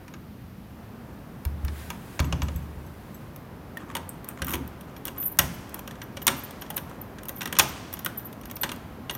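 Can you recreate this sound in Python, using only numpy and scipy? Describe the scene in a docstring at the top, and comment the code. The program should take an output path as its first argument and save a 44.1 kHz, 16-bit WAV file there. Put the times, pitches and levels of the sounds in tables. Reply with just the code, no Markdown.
"""A bare hallway, one microphone close to a door, the building's air rushing faintly behind.
First a hand slides on the lever handle and pushes the door shut: the leaf thumps, the latch rattles, and
metal tinkles faintly, like keys in a hand or pocket. Near 4 s a key scratches around the keyhole, then
rides in over the pins. From 5 s on it is turned three times; each turn squeaks the steel key ring and
throws the bolt with a loud clack that jolts the door and leaves the lock case ringing."""
import sys
import numpy as np
from scipy import signal
from scipy.fft import rfft, irfft, next_fast_len
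from scipy.io import wavfile
from scipy.ndimage import uniform_filter1d

SR = 44100
rng = np.random.default_rng(int(sys.argv[2]) if len(sys.argv) > 2 else 0)


def materialize(psi):
    """Save the field psi as 16-bit PCM at rate SR to the path in sys.argv[1].

    A 1-D psi becomes a single channel; in a 2-D psi each row is a channel.
    """
    bounded = np.clip(np.atleast_2d(psi).T, -1, 1)
    quanta = np.round(bounded * 32767).astype(np.int16)
    wavfile.write(sys.argv[1], SR, quanta)


N = 404397
TIME = np.arange(N) / SR


def from_db(db):
    return 10 ** (np.asarray(db) / 20)


def rms_one(x):
    return x / np.sqrt(np.mean(x ** 2) + 1e-20)


def unit_energy(x):
    return x / np.sqrt(np.sum(x ** 2) + 1e-20)


def at_hz(points, hz):
    """Every column of a table, read on a log-frequency axis."""
    knots, *columns = np.transpose(points)
    return [np.interp(np.log(hz), np.log(knots), column) for column in columns]


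def band(x, low_hz, high_hz, order=2):
    sos = signal.butter(order, [low_hz, min(high_hz, .45 * SR)], "band", fs=SR, output="sos")
    return signal.sosfilt(sos, x)


def decay(t60, size):
    return from_db(-60 * TIME[:size] / t60)


def resonate(x, hz, t60):
    """One mode with gain 1 at its peak."""
    r = np.exp(-np.log(1000) / (t60 * SR))
    feedback = [1, -2 * r * np.cos(2 * np.pi * hz / SR), r * r]
    return signal.lfilter(np.array([1, 0, -1]) * (1 - r * r) / 2, feedback, x + 1e-18)


def struck(modes, size):
    """The free ring of an object after one sharp blow."""
    return sum(from_db(db) * np.sin(2 * np.pi * hz * TIME[:size]) * decay(t60, size)
               for hz, db, t60 in modes)


def vary(modes, spread_db):
    """Each blow shares its energy differently among the modes."""
    return [(hz, db + rng.normal(0, spread_db), t60) for hz, db, t60 in modes]


def flicker(depth_db, size, smooth_samples):
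    """A gain that wanders at random."""
    return from_db(depth_db * rms_one(uniform_filter1d(rng.standard_normal(size), smooth_samples)))


def add(track, t, sound):
    """Lay a sound into a track, starting at t seconds."""
    start = int(t * SR)
    track[start:start + len(sound)] += sound[:N - start]


def noise(colour):
    """Steady noise of a given spectrum, rms 1."""
    size = next_fast_len(N)
    level_db, = at_hz(colour, np.fft.rfftfreq(size, 1 / SR) + 1)
    return rms_one(irfft(rfft(rng.standard_normal(size)) * from_db(level_db), size)[:N])


def handling(level_db, count, from_s=4.8, to_s=8.9, spread_db=4):
    """Faint touches scattered over the time the fingers work the key: t/s, level/dB."""
    slot = (to_s - from_s) / count
    return [(from_s + slot * (k + when), level_db - spread_db * (2 * softness - 1))
            for k, (when, softness) in enumerate(rng.random((count, 2)))]


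# spectra of the air in the hallway and of the distant rush: f/Hz, relative density/dB
AIR_COLOUR = [(15, -36), (25, -23), (53, -4.5), (92, -1.5), (123, -1.5), (149, -2.5), (223, -3), (263, -8),
              (354, -14.5), (503, -18.5), (1020, -22.5), (6050, -41), (7710, -47), (14800, -36),
              (16000, -54)]
RUSH_COLOUR = [(120, -25), (250, 12.5), (500, 7.5), (1100, 3.5), (2000, -6), (4000, -22), (8000, -25.5)]
# the rush as it reaches the microphone, with the door's swish near 0.76 s: t/s, level/dB
RUSH_LEVELS = [(0, -52), (.5, -71), (.72, -62), (.76, -51), (1.5, -49.5), (3.3, -49), (4.2, -47.5),
               (7, -45.5), (9.17, -47)]


def building_air(air_db=-42.5):
    """Room tone: steady low air all around, and a rush that dips early on, then swells near 0.76 s as the
    swinging door stirs the air."""
    rush_gain = from_db(np.interp(TIME, *np.transpose(RUSH_LEVELS)))
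    return from_db(air_db) * noise(AIR_COLOUR) + rush_gain * noise(RUSH_COLOUR)


# the hallway from beside the door: f/Hz, early level/dB, early t60/s, tail level/dB, tail t60/s
HALL_RESPONSE = [(158, 1.5, 0.35, -12, 1.1), (500, 0, 0.28, -11.5, 0.88), (1230, -8, 0.27, -10.5, 1.04),
                 (2820, -13.5, 0.24, -16.5, 1.45), (6100, -11.5, 0.32, -19, 1.26),
                 (9670, -12.5, 0.2, -21.5, 0.89), (14300, -14, 0.26, -25, 0.85)]


def hallway(x, first_echo_s=0.00068):
    """Near walls answer quickly; further down the hall each band builds up and fades as a wash."""
    size, edges_hz = int(.5 * SR), np.geomspace(100, 17000, 17)
    echo, wash = np.zeros(size), np.zeros(N)
    onset = np.clip(TIME[:size] / first_echo_s - .5, 0, 1)
    white = rng.standard_normal((2, N))   # neighbouring bands get unrelated noise
    for k, (low, high) in enumerate(zip(edges_hz, edges_hz[1:])):
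        early_db, early_t60, tail_db, tail_t60 = at_hz(HALL_RESPONSE, np.sqrt(low * high))
        walls = band(rng.standard_normal(size), low, high, order=3) * decay(early_t60, size) * onset
        echo += from_db(early_db) * np.sqrt(2 * (high - low) / SR) * unit_energy(walls)
        kept = np.exp(-2 * np.log(1000) / (tail_t60 * SR))
        energy = signal.lfilter([1 - kept], [1, -kept], band(x, low, high, order=3) ** 2)
        wash += from_db(tail_db) * np.sqrt(energy) * rms_one(band(white[k % 2], low, high, order=3))
    return x + signal.fftconvolve(x, echo)[:N] + wash


# sleeve and hand at the handle: peak t/s, relative level/dB, rise/(dB/s), fall/(dB/s)
RUBS = [(1.8, -55, 84, 50), (2.15, -60, 23, 50), (2.55, -64, 19, 51), (3.2, -69, 3, 50)]
# their hiss: f/Hz, relative density/dB
RUB_COLOUR = [(800, -32), (1500, 12), (3000, 5), (6000, -2), (10000, 1.5), (15000, -0.5)]


def hand_rub(gain_db=9):
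    """Sliding cloth and skin make a smooth hiss that swells and fades."""
    swells = [from_db(db - np.maximum(rise * (t - TIME), fall * (TIME - t)))
              for t, db, rise, fall in RUBS]
    return from_db(gain_db) * np.max(swells, axis=0) * noise(RUB_COLOUR)


# the key's tip around the keyhole, then its blade in the keyway: t/s, length/s, level/dB
SCRAPES = [(3.8, .03, -45.5), (3.9, 0.026, -45.5), (4.286, 0.023, -45), (4.38, .02, -45.5),
           (4.479, 0.074, -37.5), (4.882, .015, -53), (5.172, .03, -47.5), (5.727, .07, -51),
           (6.868, 0.074, -51.5)]
# their grit: f/Hz, relative density/dB
SCRAPE_COLOUR = [(300, -6), (650, -19), (1050, 19.5), (2000, 5), (3000, 3), (4500, -12), (6500, -5),
                 (10000, -11), (14000, -21)]


def key_scrape(attack_s=0.0089, release_s=0.015, rumble_db=0.5, rumble_lag_s=.02):
    """Each gritty stroke of the key builds up, holds and lets go; the door panel rumbles just after."""
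    force = np.zeros(N)
    for t, length, db in SCRAPES:
        ramps = np.minimum((TIME - t) / attack_s, (t + length - TIME) / release_s)
        force += from_db(db) * np.exp(np.clip(ramps, -20, 0))
    burrs = flicker(-5, N, smooth_samples=130)
    panel = rms_one(band(rng.standard_normal(N), 195, 327))
    rumble = np.interp(TIME - rumble_lag_s, TIME, force) * panel
    return force * rms_one(burrs * noise(SCRAPE_COLOUR)) + from_db(rumble_db) * rumble


# faint tinkles near the microphone: t/s, level/dB
TINKLES = [(2.25, -48), (2.43, -44), (2.56, -48), (2.625, -56), (2.865, -54.5), (3.145, -49)]
# the small metal that tinkles: f/Hz, relative level/dB, t60/s
TINKLE_MODES = [(6300, -2, 0.058), (7760, -4, 0.066), (12750, 6, .06)]


def key_tinkles():
    """Faint, high metal tinkles, like keys jingling in a hand or pocket."""
    out = np.zeros(N)
    for t, db in TINKLES:
        add(out, t, from_db(db) * struck(vary(TINKLE_MODES, spread_db=3), SR // 5))
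    return out


# loose parts in the door's metalwork: t/s, f/Hz, peak level/dB
CLINKS = [(1.904, 2340, -34), (3.771, 1820, -26.5), (3.955, 915, -23), (6.171, 560, -31),
          (6.704, 850, -27.5), (8.062, 1440, -23.5), (8.634, 888, -23.5), (9.096, 2870, -22.5)]


def loose_parts(t60=0.043):
    """A contact leaves one loose part ringing on a single note."""
    out = np.zeros(N)
    for t, hz, db in CLINKS:
        add(out, t, struck([(hz, db, t60)], SR // 5))
    return out


# steel key and ring: f/Hz, struck level/dB, rubbed level/dB, t60/s
RING_MODES = [(7660, -23, -27, 0.09), (8260, -14, -31, 0.11), (9420, 7, -7, 0.0067),
              (10900, -9, -26, 0.025), (11950, -12, 15.5, 0.0325), (13000, -14.5, -9, 0.047),
              (13800, 1, 15, 0.017), (14440, -2, 13, 0.018), (12500, -12, -5, .015),
              (14000, -16, -10, 0.017)]
# the ring sticks and slips in the bow of the key: t/s, length/s, level/dB
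SLIPS = [(5.179, 0.014, -33), (5.199, .053, -30.5), (5.254, .013, -23.5), (5.267, 0.015, -28),
         (5.316, 0.011, -37), (6.216, .014, -42), (6.365, .034, -42), (6.434, .017, -38),
         (6.611, 0.012, -41), (6.762, 0.0037, -29), (7.013, 0.0065, -35.5), (7.282, 0.0089, -42),
         (7.361, 0.0055, -39), (7.38, .017, -41), (7.608, 0.025, -34), (7.68, .02, -43),
         (8.173, 0.016, -31), (8.247, 0.025, -40), (8.555, 0.0092, -35.5), (8.611, .012, -26.5),
         (9.121, .038, -44)]
# the ring swings free and is struck: t/s, level/dB
PINGS = [(4.092, -25.5), (4.288, -30.5), (8.048, -48)]


def key_ring(slips_per_s=2500, grit_db=-12, faint_slip_s=0.013, held_t60=0.017, ping_t60=.07):
    """Rapid uneven slips make the ring squeak, damped by the fingers; a free blow lets it ping."""
    out, size = np.zeros(N), SR // 4
    age = TIME[:size]
    faint = [(t, faint_slip_s, db) for t, db in handling(level_db=-50, count=12)]
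    for t, length, db in SLIPS + faint:
        pressure = np.clip(np.minimum(age, length - age) / 0.0011, 0, 1)
        friction = rng.standard_normal(size) * pressure
        slipping = rng.random(size) < slips_per_s / SR
        friction *= slipping + from_db(grit_db)
        seat = rng.normal(1, 0.0076)   # the ring seats a little differently each time
        squeak = np.zeros(size)
        for hz, _, rubbed_db, t60 in RING_MODES:
            # the contact point wanders and favours one mode after another
            drive = friction * flicker(2.5, size, smooth_samples=400)
            seated_hz = hz * rng.normal(1, 0.01) * seat
            squeak += from_db(rubbed_db) * resonate(drive, seated_hz, min(t60, held_t60))
        to_rms = np.sqrt(length * SR)
        squeak = np.tanh(unit_energy(squeak) * to_rms / 2)   # friction limits its own swing
        add(out, t, from_db(db) * to_rms * unit_energy(band(squeak, 9400, 14700, order=8)))
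    free_modes = [(hz, struck_db, min(t60, ping_t60)) for hz, struck_db, _, t60 in RING_MODES]
    for t, db in PINGS:
        ping = struck(vary(free_modes, spread_db=2.4), size)
        add(out, t, from_db(db) * band(ping, 7800, 13500))
    return out


# blows that shake the whole door: t/s, level/dB, contact time/s
THUMPS = [(1.456, -19, .011), (1.635, -19, 0.012), (2.202, -20, 0.0022), (2.33, -24.5, 0.0026),
          (2.424, -22, 0.007), (2.552, -27, 0.0051), (2.769, -37.5, 0.0046), (4.421, -32.5, 0.00092),
          (4.544, -32.5, 0.0011), (5.438, -37.5, .001)]
# the door leaf: f/Hz, relative level/dB, t60/s
LEAF_MODES = [(52, -16, .16), (73.24, 2, 0.75), (87.3, 7, 0.16), (127.3, 3.5, 0.1), (163, -2, 0.19),
              (220.7, -6, 0.31), (265, -3, 0.14)]


def door_leaf(jolts, gain_db=-3):
    """Soft blows and sharp jolts swing the leaf's low modes."""
    pushes = np.zeros(N)
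    for t, db, contact_s in THUMPS + jolts:
        push = np.hanning(max(int(contact_s * SR), 8))
        add(pushes, t, from_db(db) * push / push.sum())
    swing = signal.fftconvolve(pushes, struck(LEAF_MODES, SR))[:N]
    return from_db(gain_db) * band(swing, 55, 350)   # the leaf radiates poorly in the deepest bass


def door_panel(contacts, gain_db=-6, limit_db=-30, t60=0.16):
    """The low band of each metal contact shakes the stiff panel, up to a limit."""
    out, size = np.zeros(N), SR // 4
    for t, low_db, *_ in contacts:
        shake = band(rng.standard_normal(size) * decay(t60, size), 137, 324, order=3)
        add(out, t, from_db(min(low_db, limit_db) + gain_db) * np.sqrt(0.013 * SR) * unit_energy(shake))
    return out


# share of a contact's brightness that reaches each band: low, middle, high, top
BRIGHTNESS_SHARE = [0.029, 0.026, 0.026, 1]


def contact(t, db, colour, brightness_db=0):
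    """One touch of metal on metal: t/s, then its level in four bands, low/dB to top/dB."""
    return (t, *(db + np.array(colour) + brightness_db * np.array(BRIGHTNESS_SHARE)))


# knocks at the door's edge and handle: t/s, level/dB, brightness/dB
LATCH_KNOCKS = [(0.08, -48.5, -10), (0.138, -45, -13), (1.451, -42, 8.5), (1.6484, -46, 6),
                (1.681, -40.5, -33), (1.902, -33.5, -5), (2.1925, -27.5, -26), (2.1993, -30.5, -4),
                (2.2434, -41, -15), (2.3247, -28.5, -20), (2.419, -32, -18), (2.483, -39.5, -29),
                (2.5608, -56, 14), (3.361, -53, 12)]
# their colour: low/dB, middle/dB, high/dB, top/dB
KNOCK_COLOUR = [1, 0.47, -4.2, -0.62]


def latch_knocks():
    """Latch and handle knock as the door closes."""
    return [contact(t, db, KNOCK_COLOUR, brightness) for t, db, brightness in LATCH_KNOCKS]


# ticks at the keyhole: t/s, level/dB, transfer to the lock body/dB
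KEY_TICKS = [(4.244, -42, -9), (4.2879, -33, -22), (4.676, -43, -14), (5.053, -28, -13),
             (5.0702, -37.5, -6), (5.7428, -31.5, -12), (5.792, -39, -7), (6.2266, -37, -20),
             (6.508, -43.5, -4.5), (6.702, -32, -17), (6.767, -24, -15), (7.2325, -43, -7),
             (7.2543, -43, -7), (7.2845, -31, -15), (7.2921, -30.5, -9.5), (7.9276, -38, -7),
             (7.938, -29, -14), (7.9916, -36, -9), (8.0474, -26, -14.5), (8.328, -46.5, -4.5),
             (8.455, -42.5, -5), (8.512, -35.5, -8), (8.5663, -39.5, -3.5), (9.15, -33.5, -9)]
# their colour: low/dB, middle/dB, high/dB, top/dB
TICK_COLOUR = [0, 0, -1, 0]
# 1 where the lock body carries the band: low, middle, high, top
BODY_BANDS = [1, 1, 1, 0]


def key_ticks(enter_s=4.4456, home_s=4.534, pin_db=-32.5, pin_body_db=-13.5, faint_body_db=-5):
    """The key's edge ticks against the keyhole, and its blade speeds up as it rides over eight pins."""
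    pins = [(enter_s + (home_s - enter_s) * depth ** .7, pin_db, pin_body_db)
            for depth in np.linspace(0, 1, 8)]
    faint = [(t, db, faint_body_db) for t, db in handling(level_db=-50, count=12)]
    return [contact(t, db, TICK_COLOUR + body_db * np.array(BODY_BANDS))
            for t, db, body_db in KEY_TICKS + pins + faint]


# clicks from inside the lock: t/s, level/dB, brightness/dB
LOCK_CLICKS = [(3.771, -43.5, 0), (3.951, -29, -4), (3.9666, -32, -7), (4.4185, -28.5, -11),
               (4.537, -27.5, -10), (4.542, -34, 1), (4.553, -38, 2), (4.964, -46, -7), (5.08, -34.5, -3),
               (5.8757, -38.5, -4), (5.9096, -42.5, -9), (6.0164, -36.5, -15), (6.1698, -35, -14),
               (6.218, -40.5, -8), (6.62, -37.5, -11), (6.704, -37, -10), (6.7771, -32.5, -1),
               (7.408, -33.5, -18), (7.4165, -30, -7), (7.43, -39, 0), (7.4563, -30, -5), (7.474, -37, -3),
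               (7.5258, -29, -3), (7.5524, -37, -33), (7.566, -32, -38), (8.0601, -28, -1.5),
               (8.4983, -45, -6), (8.633, -24, -5), (8.64, -30.5, -7), (8.691, -33, -27),
               (8.7167, -32.5, -7), (9.096, -29.5, -24), (9.109, -36.5, -1)]
# their colour: low/dB, middle/dB, high/dB, top/dB
CLICK_COLOUR = [-4.5, 0, -5.5, -0.5]


def lock_clicks(faint_brightness_db=-19):
    """The key bears on the cylinder and the cam clicks in the lock case."""
    faint = [(t, db, faint_brightness_db) for t, db in handling(level_db=-47.5, count=10)]
    return [contact(t, db, CLICK_COLOUR, brightness) for t, db, brightness in LOCK_CLICKS + faint]


# the bolt at its stop: t/s, level/dB, travel time/s, release level/dB, brightness/dB, door jolt/dB
BOLT_THROWS = [(5.39, -19.5, 0.0024, -16.5, 8, -32.5), (6.2777, -18, 0.0099, -17, -5, -42),
               (7.5945, -14, .0073, -14.5, -4, -36)]
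# colours of the three stages of a throw: low/dB, middle/dB, high/dB, top/dB
RELEASE_COLOUR = [-7, -6, -3, 0]
STOP_COLOUR = [-5.5, 1, 1.5, -2]
REBOUND_COLOUR = [-5, -3.5, -31, -12]


def bolt_throws(rebound_s=.004, jolt_contact_s=0.00037):
    """The bolt snaps free, hits its stop and rebounds once: three contacts, and one jolt to the leaf."""
    clacks, jolts = [], []
    for t, db, travel_s, release_db, brightness, jolt_db in BOLT_THROWS:
        clacks += [contact(t - travel_s, release_db, RELEASE_COLOUR),
                   contact(t, db, STOP_COLOUR, brightness),
                   contact(t + rebound_s, db, REBOUND_COLOUR, brightness)]
        jolts.append((t + rebound_s, jolt_db, jolt_contact_s))
    return clacks, jolts


# the long-ringing modes of the lock case: f/Hz, relative level/dB, t60/s
CASE_MODES = [(570, -3, 0.46), (1300, -4, .4), (1515, -3, .45), (1666, -5, .45), (1889, -2, .45),
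              (2105, -2, 0.63), (2638, -12, .45), (2793, -1, 0.49), (3000, -3, 0.49), (3360, -6, 0.36),
              (5692, -7, .5), (7037, -10, .45), (8280, -11, .5), (9500, -7, .35)]


def case_ring(against_throw_db=-26):
    """The steel of the lock case sings on faintly after each throw."""
    out = np.zeros(N)
    for t, db, *_ in BOLT_THROWS:
        add(out, t, from_db(db + against_throw_db) * struck(vary(CASE_MODES, spread_db=2), SR))
    return out


# latch and handle plate, close to the microphone: f/Hz, relative level/dB, t60/s
LATCH_MODES = [(574, 2.5, 0.031), (970, 5.5, 0.031), (1200, 1, 0.02), (1740, 2, 0.012), (2290, 11.5, 0.02),
               (2840, 10.5, 0.014), (3480, 5.5, 0.01), (4500, 4.5, 0.027), (5020, 7, 0.015),
               (5520, 7, 0.0018), (6880, 8.5, 0.003), (8900, 2, 0.0074), (12800, -19, 0.011),
               (14500, -17, 0.01)]
# key, cylinder and lock case, just as close: f/Hz, relative level/dB, t60/s
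LOCK_MODES = [(567, 0.5, 0.065), (995, 4, 0.018), (1290, -5, 0.0026), (1626, -3, 0.0052), (1928, 3, 0.052),
              (2260, -4, .014), (2770, 1.5, 0.028), (2910, 3, 0.02), (3388, 0.5, 0.0081), (4500, -24, 0.03),
              (5655, 8.5, 0.0058), (6030, 4, 0.0016), (6590, 7, 0.01), (7100, -0.5, 0.017),
              (8580, 1, 0.0071), (9190, -5.5, 0.028), (9510, 5.5, 0.021), (11240, -11, .012),
              (12200, 5, 0.01), (12600, -12, 0.011), (14230, 0, 0.0081), (12600, -10, 0.012),
              (13500, -4, 0.0035), (15000, -8, 0.011)]
# edges of a contact's low, middle, high and top bands: f/Hz
BAND_EDGES_HZ = [450, 1500, 4000, 10500, 16500]


def metalwork(contacts, modes, chatter_t60=0.021, crack_db=-9, wood_db=-10, wood_t60=0.054):
    """Each contact is a brief chatter that rings the metal; the wood around it answers for longer."""
    out, size = np.zeros(N), SR // 10
    to_rms = np.sqrt(.005 * SR)   # band levels are the rms of a 5 ms blow
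    for t, *levels_db in contacts:
        # light, bright touches are over sooner than heavy ones
        brightness_db = np.clip(levels_db[-1] - levels_db[1], -8, 12)
        envelope = decay(chatter_t60 * from_db(-0.3 * brightness_db), size)
        chatter, crack = rng.standard_normal((2, size)) * envelope
        excited = vary(modes, spread_db=2.5)
        grip = rng.normal(1, .015, len(modes))   # the hand's load shifts each mode a little
        metal = from_db(crack_db) * crack
        for k, (hz, db, t60) in enumerate(excited):
            metal += (-1) ** k * from_db(db) * resonate(chatter, hz * grip[k], t60)
        wood = band(rng.standard_normal(size) * decay(wood_t60, size), 770, 3280)
        blow = unit_energy(metal) + from_db(wood_db) * unit_energy(wood)
        for low, high, db in zip(BAND_EDGES_HZ, BAND_EDGES_HZ[1:], levels_db):
            add(out, t, to_rms * from_db(db) * unit_energy(band(blow, low, high, order=4)))
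    return out


def scene():
    """Mono: latch, lock, key and door up close, the hallway around them, the building's air behind."""
    clacks, jolts = bolt_throws()
    on_latch = latch_knocks()
    on_lock = lock_clicks() + key_ticks() + clacks
    near = metalwork(on_latch, LATCH_MODES) + metalwork(on_lock, LOCK_MODES)
    near += key_ring() + loose_parts() + key_tinkles() + case_ring()
    near += door_leaf(jolts) + door_panel(on_latch + on_lock)
    near += hand_rub() + key_scrape()
    return (building_air() + hallway(near))[None]


def record(dry, cutoff_hz=15900):
    """After the microphone the loudest peaks are rounded and the top is cut."""
    rounded = 1.253 * np.tanh(dry / 1.337)
    return signal.sosfilt(signal.ellip(10, .2, 110, cutoff_hz, fs=SR, output="sos"), rounded)


dry = scene()
out = record(dry)
materialize(out)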